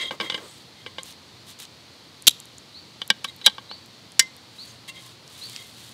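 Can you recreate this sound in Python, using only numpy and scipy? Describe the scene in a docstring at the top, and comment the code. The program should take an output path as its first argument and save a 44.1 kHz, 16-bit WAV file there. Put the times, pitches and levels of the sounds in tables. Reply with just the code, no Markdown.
"""A quiet forest campsite in the evening, one microphone close to a metal frying pan.
A cloth wipes the pan and bumps it in the hands. The sprung jaw of a detachable handle snaps open, the
handle clacks on the rim and latches, and the pan is turned over, sliding through the fingers.
Nearby, gas pockets pop in the campfire; far off, a bird repeats one arched note over the forest's hiss."""
import sys
import numpy as np
from scipy import signal
from scipy.fft import rfft, irfft
from scipy.io import wavfile

SR = 44100
rng = np.random.default_rng(int(sys.argv[2]) if len(sys.argv) > 2 else 0)


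def master_out(mix):
    """Clip the mix to full scale and print it as 16-bit PCM to the path in sys.argv[1]."""
    frames = np.transpose(np.atleast_2d(mix))
    ceiling = np.clip(frames, -1, 1)
    pcm = np.round(ceiling * 32767).astype(np.int16)
    wavfile.write(sys.argv[1], SR, pcm)


N = 261513
TIME = np.arange(N) / SR

# The forest air all around. Each row: frequency in Hz, relative density in dB.
FOREST_SPECTRUM = [(18, -57), (30, -54.5), (48, -28.5), (62, -16), (88, -3.5), (111, -4.5), (140, -3.5),
                   (168, -4), (256, -6), (350, -7.5), (398, -11.5), (431, -9), (545, -10.5), (638, -12.5),
                   (969, -12.5), (1260, -14), (1470, -16), (1720, -16.5), (1960, -14.5), (2610, -15.5),
                   (4410, -8.5), (5160, -17), (15400, -37)]
# A faint drone, far off. Each row: time in seconds, level in dB.
DRONE_LEVELS = [(0, -65.5), (2.5, -67.5), (4.6, -62.5), (5.3, -59), (5.93, -60)]
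# Cloth swishing in the air, and scuffing the pan. Each row: frequency in Hz, relative density in dB.
SWISH_SPECTRUM = [(300, -15), (1000, -4.5), (2200, -2.5), (3600, 9), (5500, -1), (9000, -1), (13000, -12),
                  (16000, -20)]
SCUFF_SPECTRUM = [(30, -47), (100, -22.5), (200, -9.5), (310, 1.5), (560, -0.5), (800, -12.5), (1100, -2.5),
                  (1600, -15.5), (4000, -17), (12000, -32)]
# Wipes inside the pan; cloth and sleeve swishes. Each row: start in seconds, length in seconds, level in dB.
WIPE_STROKES = [(-.03, 0.12, -42.5), (.103, .06, -39), (.195, 0.092, -37), (.3, .2, -44)]
SWISH_STROKES = [(.36, .32, -53), (1.02, .13, -45.5), (1.455, .09, -46), (1.584, .028, -44),
                 (1.595, 0.066, -42), (4.49, 0.31, -52), (4.874, .036, -41), (4.92, 0.25, -49.5),
                 (5.24, 0.51, -44.5), (5.68, .32, -48)]
# The loosely held pan's resonances. Each row: frequency in Hz, width in Hz, level in dB.
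LOOSE_PAN_MODES = [(1060, 14, -2.5), (2089, 40, 5), (2750, 60, -12), (3250, 48, 4.5), (3700, 67, 1),
                   (3890, 130, -6), (4830, 49, -5.5), (6340, 46, -5.5), (7000, 45, -7), (7800, 42, -9.5),
                   (8300, 34, -8), (8860, 30, -8), (10000, 90, -19), (11700, 70, -13)]
# The pan sings softly, mostly under cloth or skin. At 3.439 s a brief rush of ringing hiss swells just
# before the loud clack; at 4.877 s a light finger tap pings the rim. Each row: start in seconds,
# length in seconds, level in dB, favoured frequency in Hz, width of the favoured range in Hz.
PAN_SWELLS = [(-.02, 0.073, -30, 2650, 1700), (.03, 0.074, -33.5, 3230, 700),
              (0.218, 0.079, -38.5, 2600, 1200), (.39, 0.21, -57, 8000, 900), (.746, .11, -55.5, 2700, 500),
              (3.27, .036, -40, 3870, 130), (3.439, 0.05, -28, 3800, 700), (4.651, .08, -55, 6500, 900),
              (4.877, .025, -37.5, 2750, 40), (4.933, 0.076, -47, 2800, 2400), (4.99, .12, -60, 1060, 120),
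              (5.513, .15, -48.5, 2920, 2400)]
# The pan damped by a firm hand. Each row: frequency in Hz, level in dB, t60 in seconds at ring_scale 1.
GRIPPED_PAN_MODES = [(199, -9, .09), (515, -5, .05), (860, -6, .04), (1110, -5, .045), (1590, 0, .052),
                     (1859, -5, .04), (2285, -1, .046), (2950, 2, .046), (3178, 0, .048), (3466, 0, .048),
                     (3650, -5, .04), (3915, -1, .046), (4400, -8, .032), (4762, -4, .035), (5225, -6, .03),
                     (5655, -4, .034), (6400, -5, .028), (7015, -6, .024), (7893, -4, .024),
                     (10500, -7, .022)]
# Body, clank, clink and edge of a contact. Each row: low limit in Hz, high limit in Hz.
CONTACT_BANDS = [(110, 1300), (1300, 2600), (2600, 5000), (5000, 16000)]
# Harder contacts trade body for edge. Each row, one per band: dB at hardness 0, dB per unit of hardness.
BAND_LEVELS = [(-11, -9), (-9, -2.5), (0, -0.3), (-13.5, 14)]
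# The cloth-wrapped hand bumps the pan. Each row: start in seconds, level in dB,
# hardness (below 0 soft, above 0 hard), frequency favoured by the contact point in Hz.
HAND_BUMPS = [(.108, -27.5, -1.8, 2090), (.2, -24.5, -1.1, 2170), (.209, -26, -0.7, 2240),
              (.2983, -23.5, -0.38, 3570), (0.3206, -30, -0.88, 3100), (.343, -24, -0.79, 3030),
              (.377, -37, -0.83, 1700), (.862, -33.5, -1.13, 2200), (.9826, -30, -1.17, 3900)]
# The clearest pops of the nearby fire. Each row: start in seconds, peak in dB, centre in Hz.
FIRE_POPS = [(1.0328, -19.5, 8400), (1.125, -32.5, 4400), (1.5897, -33, 6000), (1.653, -27.5, 4500),
             (2.2231, -26.5, 9150), (2.4015, -23.5, 8800), (2.456, -34, 10000), (2.5828, -28.5, 8100),
             (3.0775, -24, 10700), (3.3637, -34.5, 12000), (3.86, -38.5, 10000), (4.1198, -29.5, 8300),
             (4.3657, -33, 11000), (5.278, -30, 6200), (5.5626, -17.5, 4500)]
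# The handle's jaw snaps open. Each row: start in seconds, rattle length in seconds, level in dB.
JAW_SNAPS = [(2.2694, 0.0011, -4.5), (2.2755, 0.0069, -3), (2.2926, .001, -19), (2.3064, .006, -31.5)]
# The steel jaw's resonances. Each row: frequency in Hz, width in Hz, level in dB.
STEEL_JAW_MODES = [(3240, 325, -2.5), (3545, 260, -0.5), (3827, 255, 0), (7780, 500, -6.5),
                   (11000, 900, -13)]
# The bird, off among the trees. Each row: start in seconds, level in dB.
BIRD_CALLS = [(2.739, -40.5), (3.690, -36.5), (4.581, -36.5), (5.411, -34.5)]
# The handle clacks on the rim, then latches. Each row: start in seconds, level in dB, hardness,
# favoured frequency in Hz, time for the chatter to fall 30 dB in seconds.
RIM_CLACKS = [(3.0162, -26.5, -0.34, 3320, 0.0043), (3.1017, -11.5, .15, 1748, 0.0016),
              (3.243, -36, 1.6, 9500, 0.011), (3.2443, -24.5, 0.1, 1160, 0.02),
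              (3.413, -39, -0.3, 3900, 0.023), (3.462, -7.5, 0.73, 3870, 0.0092),
              (3.4669, -10, 0.33, 3240, .005), (3.4763, -21.5, -0.23, 920, .004),
              (3.4968, -35.5, -0.17, 4120, .018), (3.581, -33.5, -1.1, 1020, .003),
              (3.712, -36, -0.88, 950, 0.016), (4.223, -38.5, .9, 5650, .02)]
LATCH = (4.1939, -7, 1.35, 1869, 0.02)
# The pan ringing freely. Each row: frequency in Hz, level in dB, t60 in seconds.
FREE_PAN_MODES = [(1042, -26, .24), (2075, 0, .175), (3098, -10, .095), (3590, -20, .12), (4060, -23, .12),
                  (4800, -16, .07), (6470, -18, .07)]


def from_db(db):
    """Decibels to gain."""
    return 10 ** (np.asarray(db) / 20)


def rms_one(x):
    """Scale to unit power."""
    return x / np.sqrt(np.mean(x ** 2) + 1e-20)


def unit_energy(x):
    """Scale to the energy of 10 ms at unit power."""
    return x / np.sqrt(np.sum(x ** 2) / (SR / 100) + 1e-20)


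def add(out, start, x):
    """Mix x into out from start, in seconds."""
    i = int(round(start * SR))
    x, i = x[max(-i, 0):], max(i, 0)
    out[i:i + len(x)] += x[:max(N - i, 0)]


def band(x, low, high, order=2):
    """Causal band-pass."""
    sos = signal.butter(order, [low, min(high, .47 * SR)], "band", fs=SR, output="sos")
    return signal.sosfilt(sos, x)


def lowpass(x, hz, order):
    """Causal low-pass."""
    return signal.sosfilt(signal.butter(order, min(hz, .45 * SR), fs=SR, output="sos"), x)


def resonate(x, hz, width):
    """One resonance with gain 1 at its peak."""
    r = np.exp(-np.pi * width / SR)
    feedback = [1, -2 * r * np.cos(2 * np.pi * hz / SR), r * r]
    return signal.lfilter(np.array([1, 0, -1]) * (1 - r * r) / 2, feedback, x)


def dying(t, t60):
    """Amplitude that falls 60 dB in t60."""
    return np.exp(-np.log(1000) * t / t60)


def noise(spectrum):
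    """Noise of a given colour at unit power."""
    hz, db = np.transpose(spectrum)
    bins = np.maximum(np.fft.rfftfreq(6 * SR, 1 / SR), 1)
    gain = from_db(np.interp(np.log(bins), np.log(hz), db))
    return rms_one(irfft(rfft(rng.standard_normal(6 * SR)) * gain)[:N])


def forest(air_db=-49, drone_hz=119.7, drone_width_hz=8):
    """Still evening air with a high band of hiss, and a low drone in the distance."""
    low, high = drone_hz - drone_width_hz / 2, drone_hz + drone_width_hz / 2
    drone = rms_one(band(rng.standard_normal(N + SR), low, high)[SR:])
    drone_gain = from_db(np.interp(TIME, *np.transpose(DRONE_LEVELS)))
    return from_db(air_db) * noise(FOREST_SPECTRUM) + drone_gain * drone


def swell(t, length):
    """One smooth rise and fall."""
    return np.sin(np.pi * np.clip(t / length, 0, 1))


def strokes(rows):
    """Speed of the cloth over a series of swelling strokes."""
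    return sum(from_db(db) * swell(TIME - start, length) for start, length, db in rows)


def cloth(flutter_db=0.95, snags_per_s=350, snag_db=-5.5):
    """Fibres catch unevenly, close up: bright swishes with tiny snags, dull scuffs against the pan."""
    catch = from_db(flutter_db * rms_one(band(rng.standard_normal(N), 12, 120)))
    snags = (rng.random(N) < snags_per_s / SR) * rng.standard_normal(N)
    snags = rms_one(band(snags + 1e-18, 2500, 11300, order=1))
    swish = rms_one(noise(SWISH_SPECTRUM) + from_db(snag_db) * snags)
    return catch * (strokes(SWISH_STROKES) * swish + strokes(WIPE_STROKES) * noise(SCUFF_SPECTRUM))


def pan_sing(force):
    """The loosely held pan's resonances answer a force."""
    return sum(from_db(db) * rms_one(resonate(force, hz, width)) for hz, width, db in LOOSE_PAN_MODES)


def pan_swells(grain_db=4, broad_db=-20, hiss_db=-13):
    """A grainy, swelling force sets the pan singing: rubs, a rush of ringing hiss, a fingertip's ping."""
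    out, t = np.zeros(N), np.arange(SR // 3) / SR
    for start, length, db, favoured_hz, width_hz in PAN_SWELLS:
        force = swell(t, length) * rng.standard_normal(len(t))
        force *= from_db(grain_db * rng.standard_normal(len(t)))
        sung = pan_sing(force) + from_db(hiss_db) * rms_one(force)
        sung = resonate(sung, favoured_hz, width_hz) + from_db(broad_db) * sung
        add(out, start, from_db(db) * sung / np.sqrt(np.sum(sung ** 2) / (length * SR)))
    return out


def pan_blow(hardness, favoured_hz, chatter_s, ring_scale,
             favour_db=6, favour_width_hz=250, base_edge_hz=10000):
    """A blow and its chatter of micro-contacts drive the pan; a tighter grip is a lower ring_scale."""
    chatter_db, snap_db, crack_db, thud_db, mode_spread_db = -22, -2, 3, -6, 1.5
    t = np.arange(SR // 4) / SR
    chatter, crack, thud, snap = rng.standard_normal((4, len(t)))
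    force = from_db(chatter_db) * chatter * dying(t, 2 * chatter_s) + 1e-18
    force[0] = 1
    pan = np.zeros(len(t))
    for k, (hz, db, t60) in enumerate(GRIPPED_PAN_MODES):
        weight = (-1) ** k * from_db(db + mode_spread_db * rng.standard_normal())
        width_hz = np.log(1000) / (np.pi * t60 * ring_scale)
        pan += weight * unit_energy(resonate(force, hz, width_hz))
    # first touch snaps; countless high modes blur into a crack, the low ones into a thud
    pan += from_db(snap_db) * unit_energy(snap * dying(t, t60=0.0031))
    crack = band(crack, 2200, 21000, order=1) * dying(t, t60=0.017 * ring_scale + chatter_s)
    pan += from_db(crack_db) * unit_energy(crack)
    pan += from_db(thud_db) * unit_energy(band(thud, 114, 980) * dying(t, t60=0.021))
    pan = lowpass(pan, base_edge_hz / ring_scale, order=2)
    # hardness sets the balance of body and edge, the contact point favours one region
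    pan = sum(from_db(db + slope_db * hardness) * unit_energy(band(pan, low, high, order=4))
              for (low, high), (db, slope_db) in zip(CONTACT_BANDS, BAND_LEVELS))
    return unit_energy(pan + from_db(favour_db) * resonate(pan, favoured_hz, favour_width_hz))


def hand_bumps(drag_db=-8, drag_t60=.11, muffle_hz=3500):
    """Each bump through the cloth knocks the pan and drags on it briefly, so that it sings."""
    out, t = np.zeros(N), np.arange(SR // 4) / SR
    for start, db, hardness, favoured_hz in HAND_BUMPS:
        drag = rng.standard_normal(len(t)) * dying(t, drag_t60)
        sung = unit_energy(lowpass(pan_sing(drag), muffle_hz, order=1))
        knock = pan_blow(hardness, favoured_hz, chatter_s=.013, ring_scale=1.05)
        add(out, start, from_db(db) * (knock + from_db(drag_db) * sung))
    return out


def campfire(pop_t60=0.0043, ticks_per_s=7, tick_db=-46):
    """Pockets of gas burst in the wood nearby: a few clear pops among faint ticks."""
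    out, t = np.zeros(N), np.arange(SR // 20) / SR
    for start, db, hz in FIRE_POPS:
        pop = band(rng.standard_normal(len(t)) * dying(t, pop_t60), hz * 0.69, hz * 1.2)
        add(out, start, from_db(db) * pop / np.max(np.abs(pop)))
    ticks = (rng.random(N) < ticks_per_s / SR) * rng.standard_normal(N)
    return out + from_db(tick_db) * band(ticks + 1e-18, 5000, 14000)


def handle_jaw(release_t60=0.013, crack_db=-3, thud_db=-28, spring_db=-43, spring_t60=0.45):
    """Bursts of tiny steel contacts ring the handle's jaw; its spring shivers on faintly."""
    out, t = np.zeros(N), np.arange(SR // 3) / SR
    for start, length, db in JAW_SNAPS:
        burst = dying(np.maximum(t - length, 0), release_t60)
        burst += from_db(spring_db) * dying(t, spring_t60)
        force = burst * rng.standard_normal(len(t))
        ring = sum((-1) ** k * from_db(mode_db) * rms_one(resonate(force, hz, width))
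                   for k, (hz, width, mode_db) in enumerate(STEEL_JAW_MODES))
        crack = from_db(crack_db) * rms_one(band(force, 3800, 11000))
        thud = from_db(thud_db) * rms_one(band(force, 100, 400))
        snap = band(ring, 2000, 16000) + crack + thud
        add(out, start, from_db(db) * snap / np.sqrt(np.sum(snap ** 2) / np.sum(burst ** 2)))
    return out


def distant_bird(start_hz=3680, top_hz=4580, top_s=0.052, waver_hz=25):
    """A whistle in one arch of pitch, smeared by the trees on its way to the microphone."""
    attack_s, length_s, release_s, fade_db_per_s = 0.0093, 0.0755, .012, 70
    out, t = np.zeros(N), np.arange(SR // 10) / SR
    arch = top_hz - (top_hz - start_hz) * (1 - t / top_s) ** 2
    envelope = np.clip(np.minimum(t / attack_s, (length_s - t) / release_s), 0, 1)
    envelope *= from_db(-fade_db_per_s * t)
    for start, db in BIRD_CALLS:
        pitch = arch + waver_hz * rms_one(band(rng.standard_normal(len(t)), 40, 250))
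        add(out, start, from_db(db) * envelope * np.sin(2 * np.pi * np.cumsum(pitch) / SR))
    return out + tree_echo(out, level_db=-9, t60=0.44)


def tree_echo(x, level_db, t60, build_s=0.0083):
    """Diffuse return from trunks and ground, without bass or high treble."""
    t = np.arange(SR) / SR
    echoes = band(rng.standard_normal(SR), 500, 5500) * dying(t, t60) * np.minimum(t / build_s, 1)
    return from_db(level_db) * signal.fftconvolve(x, echoes / np.sqrt(np.sum(echoes ** 2)))[:N]


def handle_clacks(ring_db=-17.5):
    """The handle feels for its seat on the firmly held pan; once it latches, the pan rings freely."""
    out = np.zeros(N)
    for start, db, *contact in RIM_CLACKS:
        add(out, start, from_db(db) * pan_blow(*contact, ring_scale=.85))
    start, db, *contact = LATCH
    latch = pan_blow(*contact, ring_scale=0.81, favour_db=13, favour_width_hz=130, base_edge_hz=6600)
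    add(out, start, from_db(db) * latch)
    add(out, start, from_db(ring_db) * pan_ring())
    return out


def pan_ring():
    """The free pan's modes die away, each with a strength and sign set by where the blow lands."""
    t = np.arange(SR // 3) / SR
    hz, db, t60 = np.transpose(FREE_PAN_MODES)[:, :, None]
    strength = from_db(db + rng.standard_normal(hz.shape)) * rng.choice([-1, 1], hz.shape)
    return np.sum(strength * np.sin(2 * np.pi * hz * t) * dying(t, t60), axis=0)


def scene():
    """Pan and fire close to the microphone with a faint echo, bird and forest behind them; mono."""
    near = hand_bumps() + handle_jaw() + handle_clacks() + pan_swells() + cloth() + campfire()
    return (near + tree_echo(near, level_db=-37.0, t60=0.61) + distant_bird() + forest())[None]


def record(dry):
    """The hardest clacks overload the recorder; deep bass and top are cut."""
    low_cut_hz, high_cut_hz = 40, 15600
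    clipped = np.clip(dry, -1, 1)
    thinned = signal.sosfilt(signal.butter(2, low_cut_hz, "high", fs=SR, output="sos"), clipped)
    return signal.sosfilt(signal.ellip(10, .1, 70, high_cut_hz, fs=SR, output="sos"), thinned)


dry = scene()
out = record(dry)
master_out(out)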